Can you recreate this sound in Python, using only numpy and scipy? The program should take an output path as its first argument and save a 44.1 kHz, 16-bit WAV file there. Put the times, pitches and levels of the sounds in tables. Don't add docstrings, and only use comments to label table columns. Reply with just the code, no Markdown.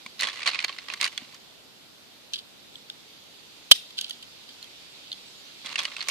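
import sys
import numpy as np
from scipy import signal
from scipy.fft import rfft, irfft, next_fast_len
from scipy.io import wavfile
from scipy.ndimage import uniform_filter1d, map_coordinates

SR = 44100
rng = np.random.default_rng(int(sys.argv[2]) if len(sys.argv) > 2 else 0)


def inscribe(sig):
    pcm = np.round(np.clip(np.atleast_2d(sig).T, -1, 1) * 32767)
    wavfile.write(sys.argv[1], SR, pcm.astype(np.int16))


def volts_from_decibels(level):
    exponent = np.asarray(level, float) / 20
    return 10 ** exponent


N = 269010


def along(points, hz):
    f, v = np.transpose(points)
    return np.interp(np.log(hz + 1), np.log(f + 1), v, left=v[0], right=v[-1])


def unit(x):
    return x / np.sqrt(np.mean(x ** 2) + 1e-20)


def wobble(rate):
    knots = rng.standard_normal(int(N * rate / SR) + 4)
    return map_coordinates(knots, [np.arange(N) * rate / SR], order=1)


def filtered(x, response):
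    m = next_fast_len(N + 8192)
    return irfft(rfft(x, m) * response(np.fft.rfftfreq(m, 1 / SR)), m)[..., :N]


def pair(alike):
    a, b = rng.standard_normal((2, N))
    turn = np.arccos(np.clip(alike, -1, 1)) / 2
    return np.array([np.cos(turn) * a + np.sin(turn) * b, np.cos(turn) * a - np.sin(turn) * b])


def rush(spectrum, alike, patchy_db):
    z = signal.stft(np.pad(pair(alike), ((0, 0), (0, 512))), nperseg=512)[2]
    field = uniform_filter1d(rng.standard_normal(z.shape[1:]), 6, 0)
    field = uniform_filter1d(field, 10, 1)
    patchy = signal.istft(z * volts_from_decibels(patchy_db * unit(field)), nperseg=512)[1][:, :N]
    return unit(filtered(patchy, lambda hz: volts_from_decibels(along(spectrum, hz))))


def resonant(x, modes, lag, left_db):
    def body(f):
        total = 0
        for k, (center, width, db) in enumerate(modes):
            mode = 1j * f * width / (center * center - f * f + 1j * f * width)
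            total = total + (-1) ** k * volts_from_decibels(db) * mode
        return total

    def ports(f):
        delay = np.exp(-1j * np.pi * f * lag / SR * np.array([[1], [-1]]))
        return delay * volts_from_decibels([[left_db / 2], [-left_db / 2]])

    gain = np.sqrt(np.mean(np.abs(body(np.linspace(0, SR / 2, 4000))) ** 2))
    return filtered(x, lambda f: body(f) * ports(f) / gain)


def bursts(times, db, t60, rise, hz=None):
    t = np.arange(SR // 16) / SR
    decay = volts_from_decibels(db[:, None] - 60 * t / np.clip(t60, .003, .07)[:, None])
    shape = decay * (1 - np.exp(-t / rise))
    if hz is not None:
        shape = shape * np.sin(2 * np.pi * hz[:, None] * t)
    at = np.round(times * SR).astype(int)[:, None] + np.arange(len(t))
    return np.bincount(at.ravel(), shape.ravel(), N + SR)[:N]


def grains(count, spread_db, t60):
    when, size = rng.random((count, 2)).T
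    hits = np.bincount((when * N).astype(int), volts_from_decibels(-spread_db * np.log(size + 0.0059)), N)
    return unit(signal.lfilter([1], [1, -volts_from_decibels(-60 / (t60 * SR))], hits) + .2)


def strokes(rows, rise, fall):
    t = np.arange(N) / SR
    gain = 0
    for s, hold, db in rows:
        gain = gain + volts_from_decibels(db - rise * np.clip(s - t, 0, 1) - fall * np.clip(t - s - hold, 0, 1))
    return gain


# (pitch_hz, level_db per Hz)
RUMBLE_COLOUR = [(15, -55), (30, -35), (66, -13), (120, -5), (250, -2), (500, -5), (900, -8.5), (1500, -14),
                 (2200, -26), (3500, -120)]


def far_rumble():
    return volts_from_decibels(-58 + 0.33 * wobble(3.48)) * rush(RUMBLE_COLOUR, alike=0.13, patchy_db=-0.4)


# (time_s, level_db)
BREEZE = [(0, -53), (1.2, -53.5), (1.6, -56.5), (2.2, -56), (3.6, -53.5), (4.4, -52.5), (5.1, -51.5),
          (5.5, -50.5), (6.1, -49)]
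# (pitch_hz, level_db per Hz)
LEAF_COLOUR = [(710, -14), (1200, -13), (1440, -8.5), (1570, -12.5), (2420, -4), (2800, -2.5), (3630, 1.5),
               (4580, -1), (5610, -8), (7130, -12), (12000, -27), (15600, -51), (22000, -120)]


def leaves():
    breeze = volts_from_decibels(np.interp(np.arange(N) / SR, *np.transpose(BREEZE), right=-120))
    flutter = volts_from_decibels(3.0 + 0.31 * wobble(4.9))
    return breeze * flutter * rush(LEAF_COLOUR, alike=-0.061, patchy_db=1.24) * volts_from_decibels([[-1.5], [1.5]])


# (start_s, length_s, from_hz, to_hz, level_db)
BIRD_LISPS = [
    (2.72, 0.09, 8100, 7900, -66),
    (5.14, .09, 8700, 8400, -70),
    (5.248, .09, 8000, 8050, -61),
    (5.353, 0.076, 7060, 7140, -59),
    (5.418, .06, 6000, 5800, -59),
]


def far_bird():
    bird, blur_hz = np.zeros(N), 220 * wobble(302)
    for s, length, from_hz, to_hz, db in BIRD_LISPS:
        u = np.linspace(0, 1, round(length * SR))
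        hz = from_hz + (to_hz - from_hz) * u + blur_hz[:len(u)]
        lisp = np.sin(np.pi * u) * np.sin(2 * np.pi * np.cumsum(hz) / SR)
        bird[round(s * SR):][:len(u)] += volts_from_decibels(db) * lisp
    return bird * volts_from_decibels(4 * wobble(120))


# (pitch_hz, t60_s)
TREE_DECAY = [(500, 0.17), (3000, 0.53), (4500, 0.25), (7000, 0.34), (12000, 0.34)]
# (pitch_hz, level_db)
ECHO_COLOUR = [(800, -30), (2000, -17), (2800, -5), (3300, 1.5), (4200, 2.5), (5200, -2), (6500, -12),
               (10000, -14.5), (14000, -20)]


def trees(near):
    blows = np.abs(near) * rng.standard_normal(N)
    hz, t, z = signal.stft(rng.standard_normal((2, SR // 2)), SR, nperseg=256)
    fade = volts_from_decibels(-60 * t / along(TREE_DECAY, hz)[:, None])
    swell = 1 - np.exp(-t / 0.01)
    trunks = volts_from_decibels(5 * np.exp(-((t + .011 - .042) / .008) ** 2))
    tail = signal.istft(z * fade * swell * trunks, SR, nperseg=256)[1]
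    delayed = np.pad(blows.sum(0), (500, 0))[None]
    echo = signal.fftconvolve(delayed, tail / np.linalg.norm(tail[0]), axes=1)[:, :N]
    return volts_from_decibels(-27.5) * filtered(echo, lambda hz: volts_from_decibels(along(ECHO_COLOUR, hz)))


# (start_s, level_db, t60_s,
# pitch_hz)
DULL_BUMPS = [(.06, -43.5, 0.061, 227), (0.061, -33, .03, 1040), (1.206, -44, .04, 226),
              (1.221, -30.5, 0.025, 250), (1.215, -43, .04, 620), (1.335, -43, 0.045, 1045),
              (3.985, -40, 0.079, 1550), (5.647, -39.5, 0.036, 239), (2.335, -43, 0.042, 1660),
              (2.898, -36, .02, 1550), (4.095, -40, .03, 1400), (4.107, -40, .03, 1900),
              (5.5, -42, .02, 1700), (3.712, -35, .023, 470), (3.714, -23, 0.017, 935)]


def dull_bumps():
    s, db, t60, hz = np.transpose(DULL_BUMPS)
    return bursts(s, db, t60, rise=0.0032, hz=hz) * volts_from_decibels([[1.5], [-1.5]])


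# (pitch_hz, width_hz, level_db)
FREE_BRASS = [(6310, 2130, -1), (7450, 1020, -0.5), (8700, 1060, -6), (10320, 890, -3), (13900, 6900, -10)]
# (pitch_hz, width_hz, level_db)
TRAY_PLASTIC = [(1390, 650, -10), (2096, 490, -1), (2870, 670, -0.5), (3550, 890, -1.5), (4380, 744, -2.5)]
# (pitch_hz, width_hz, level_db)
TRAY_HOLLOW = [(1114, 152, 2.5), (563, 110, -7), (296, 130, -12.5)]
# (pitch_hz, width_hz, level_db)
PACKED_BRASS = [(5300, 910, 1), (6670, 720, 1.5), (8400, 1200, -4), (10230, 660, -20)]
# (start_s, level_db, brightness_db, pitch_hz)
KNOCKS = [(.0621, -26.5, -9, 2300), (.221, -21.5, -4, 2460), (.2416, -21.5, -9, 3420),
          (.2857, -20.5, -10, 1810), (.3576, -35, -6, 2010), (.4878, -24, -16, 3950),
          (.6448, -11.5, -8.5, 4540), (.6932, -22.5, -27, 3120), (.884, -24.5, -20, 1950),
          (.9001, -22.5, -34, 2540), (.9366, -19.5, -7.5, 2090), (1.0515, -16.5, -6.5, 2360),
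          (5.646, -33, -18, 2350), (5.7012, -30.5, -18, 2770), (5.7247, -34, -13, 2600),
          (5.802, -29, -5, 2430), (5.8333, -31.5, 0, 3400), (5.8783, -32, -22, 3260),
          (5.9178, -35, -19, 2110), (6.092, -30, 3.5, 2500)]
# (start_s, level_db, brightness_db, pitch_hz)
TICKS = [(.1935, -23, -9, 3920), (.1997, -18.5, -22, 4200), (.2087, -18, -3.5, 4400),
         (.4052, -27, -12, 2230), (.4303, -20.5, -18, 2480), (.5453, -18.5, -21, 2500),
         (.5895, -15.5, -26, 2440), (.6021, -21.5, -12, 2135), (.6241, -28, -20, 3040),
         (.6415, -17.5, -22, 2300), (.7254, -33, -28, 4390), (.7854, -25, -37, 2030),
         (1.012, -13, -4.5, 4080), (1.0421, -12.5, -7, 4680), (1.0629, -19, -9, 1950),
         (1.0768, -21.5, -7.5, 2940), (1.1766, -16.5, -9, 3370), (1.197, -39, -12, 2400),
         (.9733, -38, -9, 4520), (5.7571, -13, -13.5, 2710), (5.782, -22, -14, 2500),
         (5.845, -29, -8, 2960), (5.8524, -15.5, -10.5, 2950), (5.9654, -23, -10, 2620),
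         (6.0062, -20.5, -28, 4320), (6.013, -21, -24, 4280), (6.0248, -26, -10, 4650)]
# (start_s, level_db, brightness_db, pitch_hz)
DRAGS = [(.2314, -18.5, -9, 1960), (.2707, -22.5, -11, 3350), (.2965, -27, -19, 3440),
         (.3708, -42, -22, 2000), (.4178, -27.5, -20, 1960), (.4584, -24, -19, 2440),
         (.4635, -19.5, -11.5, 2326), (.4742, -12, -12, 4445), (.5127, -26, -26, 4380),
         (.5325, -24.5, -25, 2500), (.5556, -27, -28, 2190), (.6809, -27, -22, 4270),
         (.912, -35, -26, 2440), (1.0007, -28.5, -26, 2230), (1.0271, -18, -9.5, 2160),
         (1.1262, -38.5, -7, 2070), (1.3444, -39.5, -3, 4600), (5.6592, -28, -6.5, 3390),
         (5.7895, -17, -9, 3370), (6.0853, -21, -0.5, 2260)]
# (start_s, hold_s, level_db)
STIRS = [(.205, 0.049, -34.5), (.3, 0.16, -43.5), (.46, 0.042, -34), (.55, .1, -43), (.69, 0.081, -49),
         (.78, .08, -51.5), (.9, 0.054, -44), (1.01, 0.053, -35), (1.12, 0.23, -54), (5.655, 0.086, -41.5),
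         (5.785, .035, -35.5), (5.85, 0.092, -48), (5.98, 0.063, -45), (6.085, .03, -34)]


def tray():
    kinds = [(KNOCKS, -9, .026), (TICKS, -29.5, 0.027), (DRAGS, -12, .052)]  # (contacts, thud dB, t60 s)
    contacts = [(*row, thud, t60) for rows, thud, t60 in kinds for row in rows]
    s, db, bright, hz, thud, t60 = np.transpose(contacts)
    thud = thud + 4 * rng.standard_normal(len(s))
    rattle = strokes(STIRS, rise=990, fall=394) * grains(count=3600, spread_db=1.5, t60=0.0067)

    shake = bursts(s, db - 6, 0.89 * t60, rise=0.00043) + rattle
    shell = resonant(shake * pair(0.35), TRAY_PLASTIC, lag=-0.73, left_db=-4.0)
    push = bursts(s, db + thud - 4.0, 0.85 * t60, rise=0.001) + volts_from_decibels(-9) * rattle
    cavity = resonant(push * pair(0.71), TRAY_HOLLOW, lag=-1.4, left_db=0.5)
    hit = bursts(s, db + 2.16 * bright + 9, 0.022 * t60, rise=.0001)
    crack = resonant(hit * pair(.3), FREE_BRASS, lag=-1.27, left_db=0.5)
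    jostle = bursts(s, db + bright, .5 * t60, rise=0.0011) + volts_from_decibels(-13) * rattle
    packed = resonant(jostle * pair(0.28), PACKED_BRASS, lag=-0.57, left_db=-5.5)

    ring = bursts(s, db - 3, 0.86 * t60, rise=0.0002, hz=hz)
    other_hz = 1900 * 2.8 ** rng.random((len(s), 2))
    others = np.array([bursts(s, db - 5.0, 0.48 * t60, rise=0.00039, hz=f) for f in other_hz.T])
    return shell + cavity + crack + packed + (ring + others) * volts_from_decibels([[-1.8], [1.8]])


# (pitch_hz, width_hz, level_db)
STEEL_SHELL = [(1550, 86, -14.5), (3150, 354, 2.5), (3680, 190, 1.5), (4020, 284, -1.5), (4750, 210, -2.5),
               (5380, 260, -12.5)]


def magazine_side(rows, slide, lag, shell_db):
    s, db, bright, t60, hz = np.transpose(rows)
    shake = bursts(s, db + shell_db + 4.0, 0.35 * t60, rise=0.00024) + slide
    shell = resonant(shake * pair(0.49), STEEL_SHELL, lag, left_db=-2.5)
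    tick = bursts(s, db + bright, 0.54 * t60, rise=0.00017) + volts_from_decibels(-18.5) * slide
    case = resonant(tick * pair(0.35), FREE_BRASS, lag, left_db=-7.0)
    ring = [bursts(s + side * lag / SR / 2, db - 2.0 * side, 0.83 * t60, rise=0.0007, hz=hz)
            for side in (1, -1)]
    return shell + case + ring


# (start_s, level_db, brightness_db, t60_s)
LIP_TOUCHES = [(2.3407, -21, -32, .022), (2.3444, -25, -27, 0.023), (2.349, -33, -30, .03),
               (2.357, -30.5, -40, .05), (2.365, -29, -29, 0.023), (2.39, -34, -25, .03),
               (2.397, -35, -20, .018), (3.9055, -39, -14, .043), (3.973, -42, -5, 0.021),
               (3.981, -28, -17, 0.037), (3.9878, -16.5, -23, .024), (4.0422, -29.5, -36, 0.014),
               (4.0563, -41, -27, .017), (4.0643, -36, -27, .016), (4.0953, -32, -1.5, 0.038),
               (4.1078, -25, -12, 0.033), (4.2255, -34, -12.5, 0.061), (4.49, -42, -12, .052),
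               (4.6418, -34, -11, .034), (5.129, -22, -23, 0.022)]
# (start_s, level_db, brightness_db, t60_s, pitch_hz)
CLINKS = [(2.3343, -18, -16.5, 0.013, 4000), (2.336, -18, -28, 0.014, 6100), (2.3356, -28, -33, .018, 3380),
          (2.7554, -30.5, -26, 0.028, 3360), (2.899, -25, -25, 0.032, 3530), (4.0102, -27, -9, .015, 7000),
          (4.0119, -24, 1, 0.018, 3600), (4.0439, -25.5, -34, 0.039, 3150),
          (4.627, -26, -10.5, 0.019, 4230), (5.117, -21.5, -31, 0.017, 4230),
          (5.118, -19, -30, 0.012, 3700), (5.1278, -21.5, -25, 0.017, 4400)]
# (start_s, level_db, brightness_db, t60_s, pitch_hz)
SNAP = [(3.7095, -35, 1, .046, 3280), (3.7126, 3, -5, 0.032, 3313), (3.7131, -1, -13, .035, 4843),
        (3.7136, -3.5, -20, 0.043, 4144), (3.7158, 0.5, -10.5, 0.046, 3065),
        (3.717, -4.5, -28, 0.036, 3790), (3.721, -12, -17, 0.041, 3330), (3.731, -24, -31, .02, 3200)]
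# (start_s, hold_s, level_db)
SLIDES = [(2.337, 0.048, -44.5), (3.985, 0.0072, -30), (4.02, 0.12, -45), (4.48, 0.018, -56),
          (5.125, 0.011, -45)]


def magazine():
    turn_s = 4.55
    slide = strokes(SLIDES, rise=1100, fall=560) * grains(count=2500, spread_db=2.0, t60=0.019)
    lips = [(*row, 3243 * (1 + 0.049 * rng.standard_normal())) for row in LIP_TOUCHES]
    touches = lips + list(CLINKS) + list(SNAP)
    early = np.arange(N) < turn_s * SR
    before = magazine_side([r for r in touches if r[0] < turn_s], slide * early, lag=5.18, shell_db=-1.5)
    after = magazine_side([r for r in touches if r[0] > turn_s], slide * ~early, lag=2.3, shell_db=-10.5)
    return filtered(before + after, lambda f: 0.35 + 0.63 / (1 + (2500 / (f + 1)) ** 8))


def scene():
    woods = leaves() + far_rumble() + far_bird()
    near = tray() + magazine()
    return woods + trees(near) + dull_bumps() + near


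def starved(x, edge_hz, below_db):
    hz, _, z = signal.stft(x, SR, nperseg=2048)
    power = np.abs(z) ** 2
    band = power[:, :1024].reshape(2, 128, 8, -1).mean(2)
    band = np.repeat(band, 8, 1)
    quiet = band < power.mean(1, keepdims=True) * volts_from_decibels(-2 * below_db)
    z[:, :1024] *= ~(quiet & (hz[:1024, None] > edge_hz))
    return signal.istft(z, SR, nperseg=2048)[1][:, :N]


def band_limit(x):
    return signal.sosfilt(signal.butter(12, 15560, fs=SR, output="sos"), x)


# (pitch_hz, level_db per Hz)
PREAMP_HISS = [(400, -40), (1500, 0), (8000, -7), (11000, -6.5), (14300, -4.5), (14900, -34)]


def record(dry):
    x = dry + volts_from_decibels(-60.5) * rush(PREAMP_HISS, alike=0, patchy_db=1.2)
    x = x / (1 + np.abs(x / 1.02) ** 12) ** (1 / 12)
    x = filtered(x, lambda hz: 1 / (1 + (hz / 14900) ** 30))
    x = starved(x, edge_hz=9000, below_db=18)
    return band_limit(np.clip(x, -1, 1))


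dry = scene()
out = record(dry)
inscribe(out)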